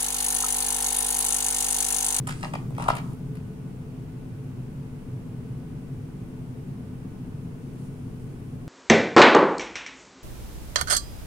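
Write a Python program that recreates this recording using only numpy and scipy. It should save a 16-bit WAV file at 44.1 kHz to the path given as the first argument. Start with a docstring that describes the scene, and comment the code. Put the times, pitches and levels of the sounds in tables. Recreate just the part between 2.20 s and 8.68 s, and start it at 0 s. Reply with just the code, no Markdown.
"""A pipette and small plastic tubes knock, click and slide in a plastic rack on a laboratory bench.
Each contact thumps the hollow rack, snaps the thin tube wall and ticks the tip; the hard room
throws the sound straight back. The bench rumbles softly under the working hands. Then the work goes
on almost silently, with a faint glove rustle, over the steady hum of ventilation and fans."""
import sys
import numpy as np
from scipy import signal
from scipy.fft import rfft, irfft
from scipy.io import wavfile

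SR = 44100
rng = np.random.default_rng(int(sys.argv[2]) if len(sys.argv) > 2 else 0)


def master_out(mix):
    """Clip the mix to full scale and print it as 16-bit PCM to the path in sys.argv[1]."""
    frames = np.transpose(np.atleast_2d(mix))
    ceiling = np.clip(frames, -1, 1)
    pcm = np.round(ceiling * 32767).astype(np.int16)
    wavfile.write(sys.argv[1], SR, pcm)


N = 285756
HZ, T = np.fft.rfftfreq(N, 1 / SR), np.arange(N) / SR

# A "colour" says how strong the low and high parts of a sound are, compared with each other.
# colour of moving air: frequency_hz, level_db
AIR_COLOUR = [(10, -14), (29, 0.5), (43, -2.5), (85, -3.5), (110, -4), (200, -2), (300, -9), (450, -10),
              (540, -18), (1050, -23), (1800, -31.5), (2700, -32), (3700, -38.5), (6500, -39)]
# narrow bands in which fans and ducts drone: pitch_hz, width_hz, level_db
DUCT_DRONES = [(66.5, 5.7, -56), (102.4, 9.7, -47), (124.6, 9.1, -45.5), (141.2, 10.5, -49.5),
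               (156, 23, -54), (180.6, 26, -49.5), (189, 1.7, -57.5), (212.3, 3.7, -59.5),
               (239.3, 14.4, -51.5), (264, 17, -52.5), (328, 18, -62), (433.6, 14.5, -57.5), (470, 10, -66),
               (1487, 14, -71.5)]
# clear tones of the fans: pitch_hz, level_db
FAN_HUMS = [(140.7, -48), (252.8, -47.5), (430, -67)]
# how alike the background is on the left and right (1 is the same): frequency_hz, likeness
STEREO_LIKENESS = [(60, 0.93), (130, 1), (290, 0.74), (640, 0.43), (1410, 0), (3000, 0)]
# how much louder the background is on the left: frequency_hz, left_minus_right_db
STEREO_BALANCE = [(60, 6.5), (110, -1), (200, 2.5), (380, -0.5), (700, 3), (1290, 0.5), (2380, -0.5),
                  (4400, -0.5), (8120, -1.5), (15000, 0.5)]
# colour of the microphones' own hiss: frequency_hz, level_db
MIC_COLOUR = [(2000, 3), (4500, -11), (7500, -5.5), (9700, -0.5), (10600, -4), (11300, -8), (16000, -9.5)]
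# colour of the bench's rumble: frequency_hz, level_db
RUMBLE_COLOUR = [(30, -6), (85, -24), (125, 10), (150, 8.5), (200, -4), (330, -10.5), (450, -18.5),
                 (700, -46.5)]
# gloves rubbing on the pipette: start_s, length_s, level_db
GLOVE_RUBS = [(5.35, 0.99, -71), (5.53, 0.13, -63.5), (5.96, .08, -70)]
# colour of the glove rustle: frequency_hz, level_db
RUSTLE_COLOUR = [(1000, -22), (4000, -8), (7000, -5), (9700, 0), (11000, -5), (12500, -12), (16000, -18)]
# the room's fading tail: frequency_hz, level_db, time_to_fade_60_db_s
ROOM_TAIL = [(305, 13, 0.26), (920, -13.5, 0.54), (1550, -2.5, 0.38), (2870, 4.5, 0.19), (6000, -5, 0.27),
             (9500, -13.5, 0.082), (15000, -1, 0.22)]
# echoes from hard surfaces nearby: delay_s, left_lead_s, level_db
HARD_ECHOES = [(.0167, .00018, -1.5), (.0315, .00027, -20), (.0500, .00025, -18)]
# how those echoes are boosted or cut: frequency_hz, gain_db
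ECHO_GAINS = [(300, 16), (1000, -1), (2400, 7), (3500, -10), (4600, 7.5), (5600, -3.5), (7000, -3),
              (10000, -7), (15000, -3)]
# direct sound at the left microphone, compared with the right: frequency_hz, gain_db
LEFT_GAINS = [(500, 15), (1000, -0.5), (2500, 6), (5000, -3), (8500, -22), (13000, 1)]
# plastic sliding on plastic: start_s, length_s, judder_db, hiss_db
PLASTIC_SLIDES = [(0.073, 0.03, -47.5, -48), (0.13, 0.15, -63, -54), (0.225, 0.019, -42.5, -64),
                  (0.3, 0.13, -56, -63), (0.585, 0.13, -41, -53), (0.72, 0.042, -42.5, -55),
                  (0.79, 0.12, -58, -63)]
# colour of the sliding hiss: frequency_hz, level_db
SLIDE_COLOUR = [(500, -25), (2000, -2), (4000, -4), (6500, 0.5), (9500, 9), (10800, -1), (11800, -22),
                (16000, -25)]
# tones at which the hollow rack rings: pitch_hz, level_db, time_to_fade_60_db_s
RACK_TONES = [(690, -11, .022), (860, -5, .022), (1060, -1.5, .021), (1370, -2.5, .02), (1800, -22, .012)]
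# colour of the crack of thin plastic: frequency_hz, level_db
SNAP_COLOUR = [(300, -42), (700, -19), (1300, 11), (1900, 3.5), (2600, 2), (3400, -0.5), (4600, -4.5),
               (6300, -3.5), (10000, -15), (11500, -19), (16000, -33)]
# light plastic clicks and sharp echoes of earlier contacts: start_s, snap_db, tick_db, tick_pitch_hz
CLICKS_AND_ECHOES = [(0.093, -31.5, -46, 12500), (0.1057, -35, -31.5, 8450), (0.124, -49, -37, 7950),
                     (0.21, -49, -38, 7750), (0.5491, -46, -52, 9000), (0.606, -38.5, -46, 9600),
                     (0.6226, -32.5, -33.5, 8800), (0.7, -35, -40, 4570), (0.7515, -35, -29.5, 10000),
                     (0.766, -37, -33, 8600), (0.7699, -39.5, -45, 13500), (0.784, -54, -52, 13500),
                     (0.932, -68, -47.5, 9500), (1.1534, -48.5, -43, 9300)]
# a tube touches the rack, then seats: start_s, time_to_seat_s, knock_db, pitch_factor, snap_db, tick_db
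TUBE_KNOCKS = [(0.0707, .0036, -27, 0.9, -32, -25), (0.2287, .007, -27.5, 0.88, -31.5, -40),
               (0.3353, .003, -22, 0.85, -31.5, -37), (0.5045, 0.0011, -40.5, 0.77, -58, -50),
               (0.58, .002, -24.5, 0.87, -39, -40), (0.6830, .0026, -7.5, 0.93, -26, -24.5)]


def gain_of(db):
    """Turn decibels into a number to multiply a sound by."""
    return 10 ** (np.asarray(db) / 20)


def unit_level(x):
    """Scale a sound to an average (root mean square) level of 1."""
    return x / np.sqrt(np.mean(x ** 2) + 1e-20)


def look_up(points, hz, column=1):
    """Read a table's column, joining its points by straight lines over log frequency."""
    table = np.transpose(points)
    return np.interp(np.log(hz + 1), np.log(table[0] + 1), table[column])


def gain_curve(points, hz=HZ):
    """Turn a table of decibels into a gain for every frequency."""
    return gain_of(look_up(points, hz))


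def add(mix, start_s, sound):
    """Mix a sound in at its start time."""
    part = mix[round(start_s * SR):][:len(sound)]
    part += sound[:len(part)]


def coloured(x, gain):
    """Give each frequency its gain, then bring the level to 1."""
    return unit_level(irfft(rfft(x) * gain, x.shape[-1]))


def surrounding_noise(gain):
    """Noise from all around: alike at both microphones in the bass, unrelated in the treble."""
    shared, separate = rfft(rng.standard_normal((2, N)))
    likeness = np.clip(look_up(STEREO_LIKENESS, HZ), -1, 1)
    lean = gain_of(look_up(STEREO_BALANCE, HZ) / 2)
    left = shared * lean
    right = (likeness * shared + np.sqrt(1 - likeness ** 2) * separate) / lean
    return unit_level(irfft(np.array([left, right]) * gain, N))


def strokes(rows, attack_s, release_s, column=2):
    """Loudness of rubbing strokes over time: each builds up, lasts its length and dies away."""
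    power = 0
    for row in rows:
        age_s, length_s = T - row[0], row[1]
        rise = np.clip(age_s / attack_s, 0, 1)
        fall = np.exp(-np.maximum(age_s - length_s, 0) / release_s)
        power = power + (gain_of(row[column]) * rise * fall) ** 2
    return np.sqrt(power)


def ventilation(air_db=-43, top_hz=6000):
    """A wide rush of moving air, with the narrow drones of fans and ducts."""
    air = surrounding_noise(gain_curve(AIR_COLOUR) / np.sqrt(1 + (HZ / top_hz) ** 4))
    drone_power = sum(gain_of(db) ** 2 / width / (1 + ((HZ - hz) / width * 2) ** 2) ** 2
                      for hz, width, db in DUCT_DRONES)
    drone_gain = np.sqrt(sum(gain_of(db) ** 2 for _, _, db in DUCT_DRONES))
    return drone_gain * surrounding_noise(np.sqrt(drone_power)) + gain_of(air_db) * air


def fans(wander_hz=2.31, wander_s=0.1):
    """Fan tones keep their strength while their speed wanders a little."""
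    out = np.zeros((2, N))
    for hz, db in FAN_HUMS:
        wander = coloured(rng.standard_normal(N), np.exp(-(HZ * wander_s) ** 2))
        cycles = np.cumsum(hz + wander_hz * wander) / SR + rng.random()
        tone = np.sqrt(2) * np.sin(2 * np.pi * cycles)
        side_db = look_up(STEREO_BALANCE, hz) * np.array([[.5], [-.5]])
        out += tone * gain_of(db + side_db)
    return out


def bench_rumble(work_db=-33.5, rest_db=-40, work_end_s=0.91, settle_s=0.19):
    """The bench rumbles more while the hands work at the rack, then settles."""
    working = np.exp(-np.maximum(T - work_end_s, 0) / settle_s)
    level_db = rest_db + (work_db - rest_db) * working
    return surrounding_noise(gain_curve(RUMBLE_COLOUR)) * gain_of(level_db)


def glove_rustle():
    """Gloves shift on the pipette in a few faint, hissy rubs."""
    rustle = surrounding_noise(gain_curve(RUSTLE_COLOUR))
    return rustle * strokes(GLOVE_RUBS, attack_s=0.071, release_s=0.054)


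def room_tail(build_s=0.0066):
    """Countless random echoes build up, then each frequency band dies at its own speed."""
    hz, t, noise = signal.stft(rng.standard_normal((2, SR)), SR, nperseg=256)
    fade_s = look_up(ROOM_TAIL, hz, column=2)[:, None]
    fade = gain_of(-60 * t / fade_s) * (1 - np.exp(-t / build_s))
    fade /= np.sqrt(np.mean(fade ** 2, 1, keepdims=True) * SR)  # same energy for long and short fades
    return signal.istft(noise * fade * gain_curve(ROOM_TAIL, hz)[:, None], SR, nperseg=256)[1]


def scatter(x, clutter_db=-9, clutter_s=0.0038, path_sets=4, changes_per_s=10):
    """Sound bounces off bench clutter and around the room; its paths change as the hands move."""
    out = 0
    place = T * changes_per_s % path_sets
    for k in range(path_sets):
        distance = abs((place - k + path_sets / 2) % path_sets - path_sets / 2)
        share = np.cos(np.pi / 2 * np.minimum(distance, 1))  # each set of paths fades into the next
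        clutter = rng.standard_normal((2, N)) * np.exp(-T / clutter_s)
        clutter *= gain_of(clutter_db) / np.linalg.norm(clutter[0])
        paths = clutter[:, :SR] + room_tail()[:, :SR]
        out = out + signal.fftconvolve((x * share)[None], paths, axes=1)[:, :N]
    return out


def room(x, right_lead_s=.00025):
    """Direct sound from the right, hard echoes from the left, then the scattered sound."""
    def delay(left_s, right_s):
        return np.exp(-2j * np.pi * HZ * np.array([[left_s], [right_s]]))
    direct = delay(right_lead_s, 0)
    direct[0] *= gain_curve(LEFT_GAINS)
    echoes = sum(gain_of(db) * delay(delay_s, delay_s + lead_s) for delay_s, lead_s, db in HARD_ECHOES)
    return irfft(rfft(x) * (direct + echoes * gain_curve(ECHO_GAINS)), N) + scatter(x)


def rack_ring(pitch_factor, rise_s=0.00028):
    """One blow rings the hollow rack briefly; the pitch depends on where it is hit and how it is held."""
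    t = np.arange(2048) / SR
    # neighbouring tones swing against each other, so the knock swells for a millisecond
    ring = sum((-1) ** k * gain_of(db - 60 * t / fade_s) * np.sin(2 * np.pi * pitch_factor * hz * t)
               for k, (hz, db, fade_s) in enumerate(RACK_TONES))
    ring *= 1 - np.exp(-t / rise_s)
    return ring / abs(ring).max()


def slips(per_s, spread_db):
    """Friction is a string of tiny slips of uneven size."""
    size = gain_of(spread_db * np.minimum(rng.exponential(1, N), 3))
    return size * rng.standard_normal(N) * (rng.random(N) < per_s / SR)


def sliding(attack_s=0.0053, release_s=0.023):
    """Plastic slides on plastic: coarse slips shake the rack, fine ones hiss where the parts touch."""
    coarse = slips(per_s=2000, spread_db=1)
    fine = slips(per_s=6000, spread_db=2.5)
    judder = unit_level(signal.oaconvolve(coarse, rack_ring(pitch_factor=0.89))[:N])
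    hiss = coloured(fine, gain_curve(SLIDE_COLOUR))
    return (judder * strokes(PLASTIC_SLIDES, attack_s, release_s, column=2)
            + hiss * strokes(PLASTIC_SLIDES, attack_s, release_s, column=3))


def contact(knock_db, pitch_factor, snap_db, tick_db, tick_hz=8800,
            rise_s=0.00035, snap_s=0.0037, tick_s=0.0023, tick_width_hz=1300):
    """One contact knocks the rack, snaps the tube wall and ticks the tip, all in a few milliseconds."""
    t, hz = np.arange(2048) / SR, np.fft.rfftfreq(2048, 1 / SR)
    wall, tip = rng.standard_normal((2, len(t)))
    cracks = wall * abs(wall)  # a few cracks stand out
    snap = coloured(cracks, gain_curve(SNAP_COLOUR, hz)) * np.exp(-t / snap_s)
    tick_band = 1 / (1 + ((hz - tick_hz) / tick_width_hz) ** 2)
    tick = coloured(tip, tick_band) * np.exp(-t / tick_s)
    crunch = gain_of(snap_db) * snap + gain_of(tick_db) * tick
    onset = 1 - np.exp(-t / rise_s)
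    return gain_of(knock_db) * rack_ring(pitch_factor) + onset * crunch


def knocks_and_clicks():
    """A tube knocks as it touches the rack and as it seats; light clicks and sharp echoes sound once."""
    out = np.zeros(N)
    for start_s, seat_s, knock_db, pitch_factor, snap_db, tick_db in TUBE_KNOCKS:
        # the touch knocks softer and higher and ticks less; the seating snaps less
        touch = contact(knock_db - 11, pitch_factor * 1.227, snap_db, tick_db - 5.5)
        seating = contact(knock_db, pitch_factor, snap_db - 8, tick_db)
        add(out, start_s, touch)
        add(out, start_s + seat_s, seating)
    for start_s, snap_db, tick_db, tick_hz in CLICKS_AND_ECHOES:
        knock_db = snap_db - 12  # these carry very little of the rack's knock
        add(out, start_s, contact(knock_db, 1, snap_db, tick_db, tick_hz))
    return out


def scene():
    """The plastic sounds echo in the room, over the quiet sounds of hands and moving air."""
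    plastic = room(knocks_and_clicks() + sliding())
    return plastic + bench_rumble() + glove_rustle() + ventilation() + fans()


def record(dry, hiss_db=-63.5, top_hz=15800):
    """The microphones add their own hiss, and the highest treble is cut off."""
    noisy = dry + gain_of(hiss_db) * surrounding_noise(gain_curve(MIC_COLOUR))
    low_pass = signal.firwin(511, top_hz, window=("kaiser", 9), fs=SR)
    return signal.oaconvolve(noisy, low_pass[None], "same")


dry = scene()
out = record(dry)
master_out(out)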